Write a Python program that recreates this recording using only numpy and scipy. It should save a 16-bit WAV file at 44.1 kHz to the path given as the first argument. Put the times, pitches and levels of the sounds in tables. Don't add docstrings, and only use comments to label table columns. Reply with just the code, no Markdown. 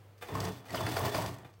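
import sys
import numpy as np
from scipy import signal
from scipy.fft import rfft, irfft, next_fast_len
from scipy.io import wavfile
from scipy.ndimage import uniform_filter1d, map_coordinates

SR = 44100
rng = np.random.default_rng(int(sys.argv[2]) if len(sys.argv) > 2 else 0)


def digitize_waveform(pressure):
    field = np.atleast_2d(pressure).T
    bounded = np.clip(field, -1, 1)
    quanta = np.round(bounded * 32767).astype(np.int16)
    wavfile.write(sys.argv[1], SR, quanta)


N = 70560


def amp(db):
    return 10 ** (np.asarray(db) / 20)


def unit(x):
    return x / np.sqrt(np.mean(x ** 2) + 1e-20)


def along(points, hz):
    freqs, values = np.transpose(points)
    return np.interp(np.log(hz + 1), np.log(freqs + 1), values)


def fader(rows):
    times, db = np.transpose(rows)
    t = np.arange(N) / SR
    return amp(np.interp(t, times, db, left=-120) - 150 * np.maximum(t - times[-1], 0))


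def wobble(rate_hz):
    points = rng.standard_normal(int(N * rate_hz / SR) + 4)
    return map_coordinates(points, [np.arange(N) * rate_hz / SR])


def tone(pitch_hz):
    return np.sqrt(2) * np.sin(2 * np.pi * np.cumsum(pitch_hz) / SR)


def filtered(x, response):
    size = next_fast_len(len(x) + SR // 4)
    return irfft(rfft(x, size) * response(np.fft.rfftfreq(size, 1 / SR)), size)[:len(x)]


def eq(x, points):
    return filtered(x, lambda f: amp(along(points, f)))


def ring(x, modes):
    def response(f):
        return sum((-1) ** k * amp(db) * 1j * f * width / (hz * hz - f * f + 1j * f * width)
                   for k, (hz, width, db) in enumerate(modes))
    return filtered(x, response)


def contacts(rate_hz, spread_db):
    slots = np.arange(int(N * rate_hz / SR))
    onsets = ((slots + rng.random(len(slots))) * SR / rate_hz).astype(int)
    sizes = amp(spread_db * rng.standard_normal(len(slots))) * rng.choice([-1, 1], len(slots))
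    return np.bincount(onsets, sizes, N)[:N]


def steady(x, window_s):
    power = abs(uniform_filter1d(x * x, max(int(window_s * SR), 8)))
    return x / np.sqrt(power + 1e-12)


def burst(attack_s, hold_s, t60_s):
    t = np.arange(SR // 8) / SR
    envelope = (1 - np.exp(-t / attack_s)) * amp(-60 * np.maximum(t - hold_s, 0) / t60_s)
    return rng.uniform(-0.83, 1, len(t)) * envelope


def struck(modes):
    t = np.arange(SR // 4) / SR
    rings = sum(amp(db + rng.normal(0, 0.71)) * np.exp(-np.pi * width * t)
                * np.sin(2 * np.pi * (hz * t + rng.random())) for hz, width, db in modes)
    return rings * (1 - np.exp(-t / 0.0035))


def place(out, start_s, db, blow):
    part = out[round(start_s * SR):][:len(blow)]
    part += (amp(db) * blow * np.sqrt(SR / 100) / np.linalg.norm(blow))[:len(part)]


# pitch_hz, level_db
HUM_TONES = [(100, -59.5), (465, -74.5)]
# freq_hz, gain_db
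ROOM_TONE_EQ = [(30, -10), (60, 6), (130, 8.5), (200, 2), (470, 3), (2000, -8), (8000, -20.5),
                (14000, -20.5)]
# time_s, gain_db
IDLE_RIDE = [(0, 1.5), (1.4, -16.5), (1.6, -2.5)]


def idle():
    t = np.arange(N) / SR
    hum = sum(amp(db) * np.sqrt(2) * np.sin(2 * np.pi * hz * t + 0.29 * wobble(9.4))
              for hz, db in HUM_TONES)
    room_tone = amp(-63.5) * unit(eq(rng.standard_normal(N), ROOM_TONE_EQ))
    return fader(IDLE_RIDE) * (hum + room_tone)


# time_s, level_db
SLIDE_RIDE = [(0.18, -68), (0.202, -74.5), (0.226, -55.5), (0.258, -61.5), (0.412, -51.5), (0.488, -51),
              (0.5, -57), (.58, -59), (0.63, -72.5), (0.752, -49), (0.856, -49.5), (0.998, -44.5),
              (1.026, -51.5), (1.058, -44), (1.112, -49.5), (1.144, -44), (1.298, -53.5), (1.41, -71),
              (1.6, -80)]
# freq_hz, gain_db
RUB_EQ = [(700, -23), (2000, 6.5), (4500, 4.5), (10000, -3.5), (14200, -2)]
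# pitch_hz, width_hz, gain_db
JINGLE_MODES = [(4370, 90, 6.5), (4920, 380, 3), (6240, 230, 2.5), (8170, 300, 4.5), (13100, 360, 1)]


def sliding():
    grit = unit(contacts(rate_hz=3000, spread_db=4.5)) + 0.68 * rng.standard_normal(N)
    jingle = unit(ring(contacts(rate_hz=670, spread_db=4.5), JINGLE_MODES))
    flutter = amp(1.93 * wobble(90.05) + 1.3)
    return fader(SLIDE_RIDE) * flutter * (unit(eq(grit, RUB_EQ)) + amp(-8.5) * jingle)


# start_s, level_db
LINKAGE_HITS = [(.2123, -52.5), (.2233, -43), (.2856, -48.5), (.6568, -55), (1.4465, -53)]
# pitch_hz, width_hz, gain_db
LINKAGE_MODES = [(348, 31, -8), (483, 13, -2.5), (741, 26, -0.5), (824, 19, -4.5), (1206, 55, 5),
                 (1598, 56, 1), (2432, 33, -1.5), (3020, 44, -5.5), (3558, 63, 3.5)]


def linkage_clicks():
    out = np.zeros(N)
    for start_s, db in LINKAGE_HITS:
        place(out, start_s, db + 0.5, struck(LINKAGE_MODES))
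        click = eq(burst(0.00014, 0.0013, t60_s=0.12), [(1800, 1.5), (6000, -19)])
        place(out, start_s, db - 0.5, click)
    return out


# time_s, level_db
DRIVE_RIDE = [(.22, -59), (.278, -51.5), (.292, -44.5), (.40, -39), (.485, -38), (.53, -51), (.63, -56),
              (.675, -55), (.735, -41), (.82, -37.5), (.89, -40), (.95, -38), (1.0, -38), (1.08, -33.5),
              (1.11, -41.5), (1.16, -36.5), (1.25, -38.5), (1.34, -50), (1.47, -55.5), (1.6, -76.5)]
# pitch_hz, width_hz, gain_db
HOUSING_MODES = [(271.5, 21, -5.5), (349, 41, -1.5), (431, 47, -5), (512.4, 35, -5), (676, 84, 0),
                 (902, 83, -2), (1132, 150, -5.5), (1490, 170, -11), (1820, 104, -7.5), (3010, 94, -17.5),
                 (3398, 70, -13.5)]
# freq_hz, gain_db
RATTLE_EQ = [(100, 4.5), (200, 7), (1200, -13), (2500, -7.5), (5000, -23.5), (16000, -38)]


def drive_chatter():
    teeth = unit(ring(contacts(rate_hz=900, spread_db=4.0), HOUSING_MODES))
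    rattle = unit(eq(contacts(rate_hz=1400, spread_db=2.5), RATTLE_EQ))
    return amp(-2) * fader(DRIVE_RIDE) * steady(teeth + amp(-6) * rattle, window_s=0.036)


# time_s, level_db
SHAKE_RIDE = [(.275, -64), (.33, -37), (.43, -35.5), (.5, -37), (.535, -45), (.6, -49.5), (.665, -60),
              (.73, -40.5), (.81, -40.5), (.845, -32), (.905, -40), (.935, -34.5), (.96, -42),
              (1.02, -33.5), (1.08, -34), (1.115, -45), (1.18, -36), (1.32, -39.5), (1.37, -46.5),
              (1.43, -55.5), (1.465, -48.5), (1.5, -62), (1.6, -62)]
# pitch_hz, width_hz, gain_db
TABLE_MODES = [(59, 4.7, -13.5), (97.8, 10.6, -4), (124, 14.5, -4.5), (183.6, 12.3, -7)]


def table_rumble():
    thumps = ring(contacts(rate_hz=220, spread_db=1.5), TABLE_MODES)
    rumble = ring(thumps, [(109, 105, 0)])
    return amp(-4) * fader(SHAKE_RIDE) * steady(rumble, window_s=0.0444)


# low_pitch_hz, high_pitch_hz
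MOTOR_PITCHES = [279, 432.3]
# time_s, low_level_db, high_level_db
MOTOR_RIDES = [(0.281, -66, -65), (.32, -47, -50.5), (0.509, -52, -43.5), (.55, -54.5, -63),
               (.64, -69, -69), (.762, -46.5, -51.5), (.822, -72, -59), (.896, -39.5, -44),
               (.956, -54, -75), (.985, -64, -46.5), (1.094, -50, -41), (1.16, -51, -48), (1.35, -56, -60)]


def motor_drone():
    times, *rides = np.transpose(MOTOR_RIDES)
    out = np.zeros(N)
    for hz, db in zip(MOTOR_PITCHES, rides):
        flutter = amp(2.2 * wobble(110) - 1)
        out += fader(np.transpose([times, db])) * flutter * tone(hz + 24 * wobble(130))
    return out


# start_s, level_db, pitch_ratio
FEED_HITS = [(0.29, -47, .85), (.352, -32.5, 0.96), (.372, -43, 1.1), (.743, -51, 1.13), (.8065, -36, 0.96),
             (1.003, -37, .99), (1.048, -35, 0.91), (1.071, -43, 0.73), (1.167, -34.5, 0.99),
             (1.185, -32, 0.836), (1.238, -39, 0.87), (1.29, -45, .99)]
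# pitch_hz, width_hz, gain_db
FEED_MODES = [(652, 74, -6.5), (920, 47, -8), (1121, 99, 7)]


def feed_knocks():
    out = np.zeros(N)
    for start_s, db, ratio in FEED_HITS:
        body = struck([(hz * ratio, width, gain) for hz, width, gain in FEED_MODES])
        edge = eq(burst(0.00059, 0.007, t60_s=0.018), [(1400, -9), (8000, -32)])
        place(out, start_s, db - 2, body)
        place(out, start_s, db - 10.5, edge)
    return out


# time_s, level_db
WHINE_RIDE = [(.3, -72), (.47, -58.5), (.7, -88), (.81, -52), (.935, -54.5), (1.06, -67), (1.125, -50.5),
              (1.3, -79)]


def motor_whine():
    flutter = amp(1.3 * wobble(120))
    pitch_hz = 3472 + 40.2 * wobble(40) + 25 * wobble(300)
    return fader(WHINE_RIDE) * flutter * tone(pitch_hz)


# start_s, level_db, treble_tilt_db_per_octave
TICK_HITS = [(.352, -44.5, -2.5), (.4021, -37.5, -1.5), (.44, -46, 8), (.4517, -40, -5.5),
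             (.7045, -43.5, -8), (.754, -37.5, 13), (.907, -51, 19), (.992, -37, 10), (1.053, -30, 26),
             (1.08, -46, 2), (1.221, -46, 2), (1.2599, -38, -8.5), (1.383, -58, 3), (1.5374, -63, -8.5)]
# pitch_hz, width_hz, gain_db
TICK_MODES = [(4700, 260, 6.5), (5500, 280, 3.5), (6350, 440, 3.5), (7870, 110, 8), (10300, 500, 1.5)]
# freq_hz, gain_db
SNAP_EQ = [(1000, 3), (3000, 2), (16000, 0)]


def steel_ticks():
    out = np.zeros(N)
    for start_s, db, tilt in TICK_HITS:
        steel = unit(ring(burst(0.0006, 0.0021, t60_s=0.017), TICK_MODES))
        snap = unit(eq(burst(0.00068, 0.0033, t60_s=0.017), SNAP_EQ))
        tick = filtered(steel + snap, lambda f: amp(tilt * np.log2(np.maximum(f, 3000) / 6000)))
        place(out, start_s, db - 4, tick)
    return out


# start_s, pitch_hz, level_db
PING_HITS = [(0.4033, 4640, -49.5), (0.4496, 5720, -52)]


def steel_pings(width_hz=110):
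    out = np.zeros(N)
    for start_s, hz, db in PING_HITS:
        place(out, start_s, db, struck([(hz, width_hz, 0)]))
    return out


# start_s, length_s, start_hz, end_hz, level_db
BEARING_SQUEAKS = [(0.687, 0.036, 1966, 1900, -46.5), (0.766, 0.028, 3306, 2570, -39.5)]


def bearing_squeaks(roughness=0.0536):
    out = np.zeros(N)
    for start_s, length_s, start_hz, end_hz, db in BEARING_SQUEAKS:
        progress = np.clip((np.arange(N) / SR - start_s) / length_s, 0, 1)
        pitch_hz = np.interp(progress, [0, 1], [start_hz, end_hz]) * (1 + roughness * wobble(700))
        out += amp(db) * np.sin(np.pi * progress) * np.sin(2 * np.pi * np.cumsum(pitch_hz) / SR)
    return out


# time_s, pitch_hz, level_db
GEAR_RIDE = [(0.723, 686, -69), (0.743, 643, -40), (0.784, 642.2, -60), (0.809, 617.7, -40.5),
             (0.851, 696.7, -49), (0.954, 675.5, -65), (0.966, 708, -32.5), (.99, 621.3, -41.5),
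             (1.035, 607, -46), (1.055, 648, -42), (1.11, 609, -69), (1.147, 695, -36), (1.168, 630, -45),
             (1.19, 610.6, -37), (1.217, 731, -58), (1.25, 639, -36), (1.33, 623, -77)]


def gear_hum():
    times, hz, db = np.transpose(GEAR_RIDE)
    pitch_hz = np.interp(np.arange(N) / SR, times, hz) + 36 * wobble(350)
    flutter = amp(2.3 * wobble(200) - 2)
    return fader(np.transpose([times, db])) * flutter * tone(pitch_hz)


# start_s, level_db, boom_db, crack_db
CLACK_HITS = [(.742, -32.5, -0.5, -11.5), (.8635, -35, -7, -0.5), (.9635, -31, 2, -5.5),
              (1.049, -37.5, 3, -10), (1.1427, -31, -3, -6)]
# pitch_hz, width_hz, gain_db
BAR_MODES = [(434, 180, 1.5), (707, 73, 6.5), (995, 52, 6), (1425, 264, -3), (1825, 160, -6.5),
             (2870, 1250, -14.5), (4390, 130, -3.5), (4810, 246, -5)]
# freq_hz, gain_db
CRACK_EQ = [(200, -25), (600, 5), (2000, 6), (6000, -30), (10000, -9.5), (16000, -28)]


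def needle_clacks():
    out = np.zeros(N)
    for start_s, db, boom_db, crack_db in CLACK_HITS:
        bar = ring(burst(0.0018, 0.006, t60_s=0.043), BAR_MODES)
        body = unit(eq(bar, [(750, boom_db), (950, 0)]))
        crack = unit(eq(burst(0.0024, 0.0047, t60_s=0.033), CRACK_EQ))
        place(out, start_s, db, body + amp(crack_db) * crack)
    return out


# freq_hz, t60_s
ROOM_DECAY = [(100, 0.44), (1000, 0.3), (4000, 0.23), (15000, 0.27)]


def room(send):
    hz, t, noise = signal.stft(rng.standard_normal(SR // 2), SR, nperseg=256)
    decay = amp(-60 * t / along(ROOM_DECAY, hz)[:, None])
    tail = signal.istft(noise * decay, SR, nperseg=256)[1]
    return signal.fftconvolve(send, np.pad(tail, (180, 0)) / np.linalg.norm(tail))[:N]


def scene():
    running = drive_chatter() + motor_drone() + gear_hum() + motor_whine()
    running += sliding() + bearing_squeaks()
    hits = needle_clacks() + feed_knocks() + steel_ticks() + steel_pings() + linkage_clicks()
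    reverb = room(amp(-6) * hits + amp(-17) * running)
    return (running + hits + reverb + table_rumble() + idle())[None]


# freq_hz, gain_db
MIC_EQ = [(20, -27), (36, -29), (52, 1.5), (15000, -1), (15450, 4)]


def record(dry, top_hz=15850):
    return np.array([filtered(eq(channel, MIC_EQ), lambda hz: hz < top_hz) for channel in dry])


dry = scene()
out = record(dry)
digitize_waveform(out)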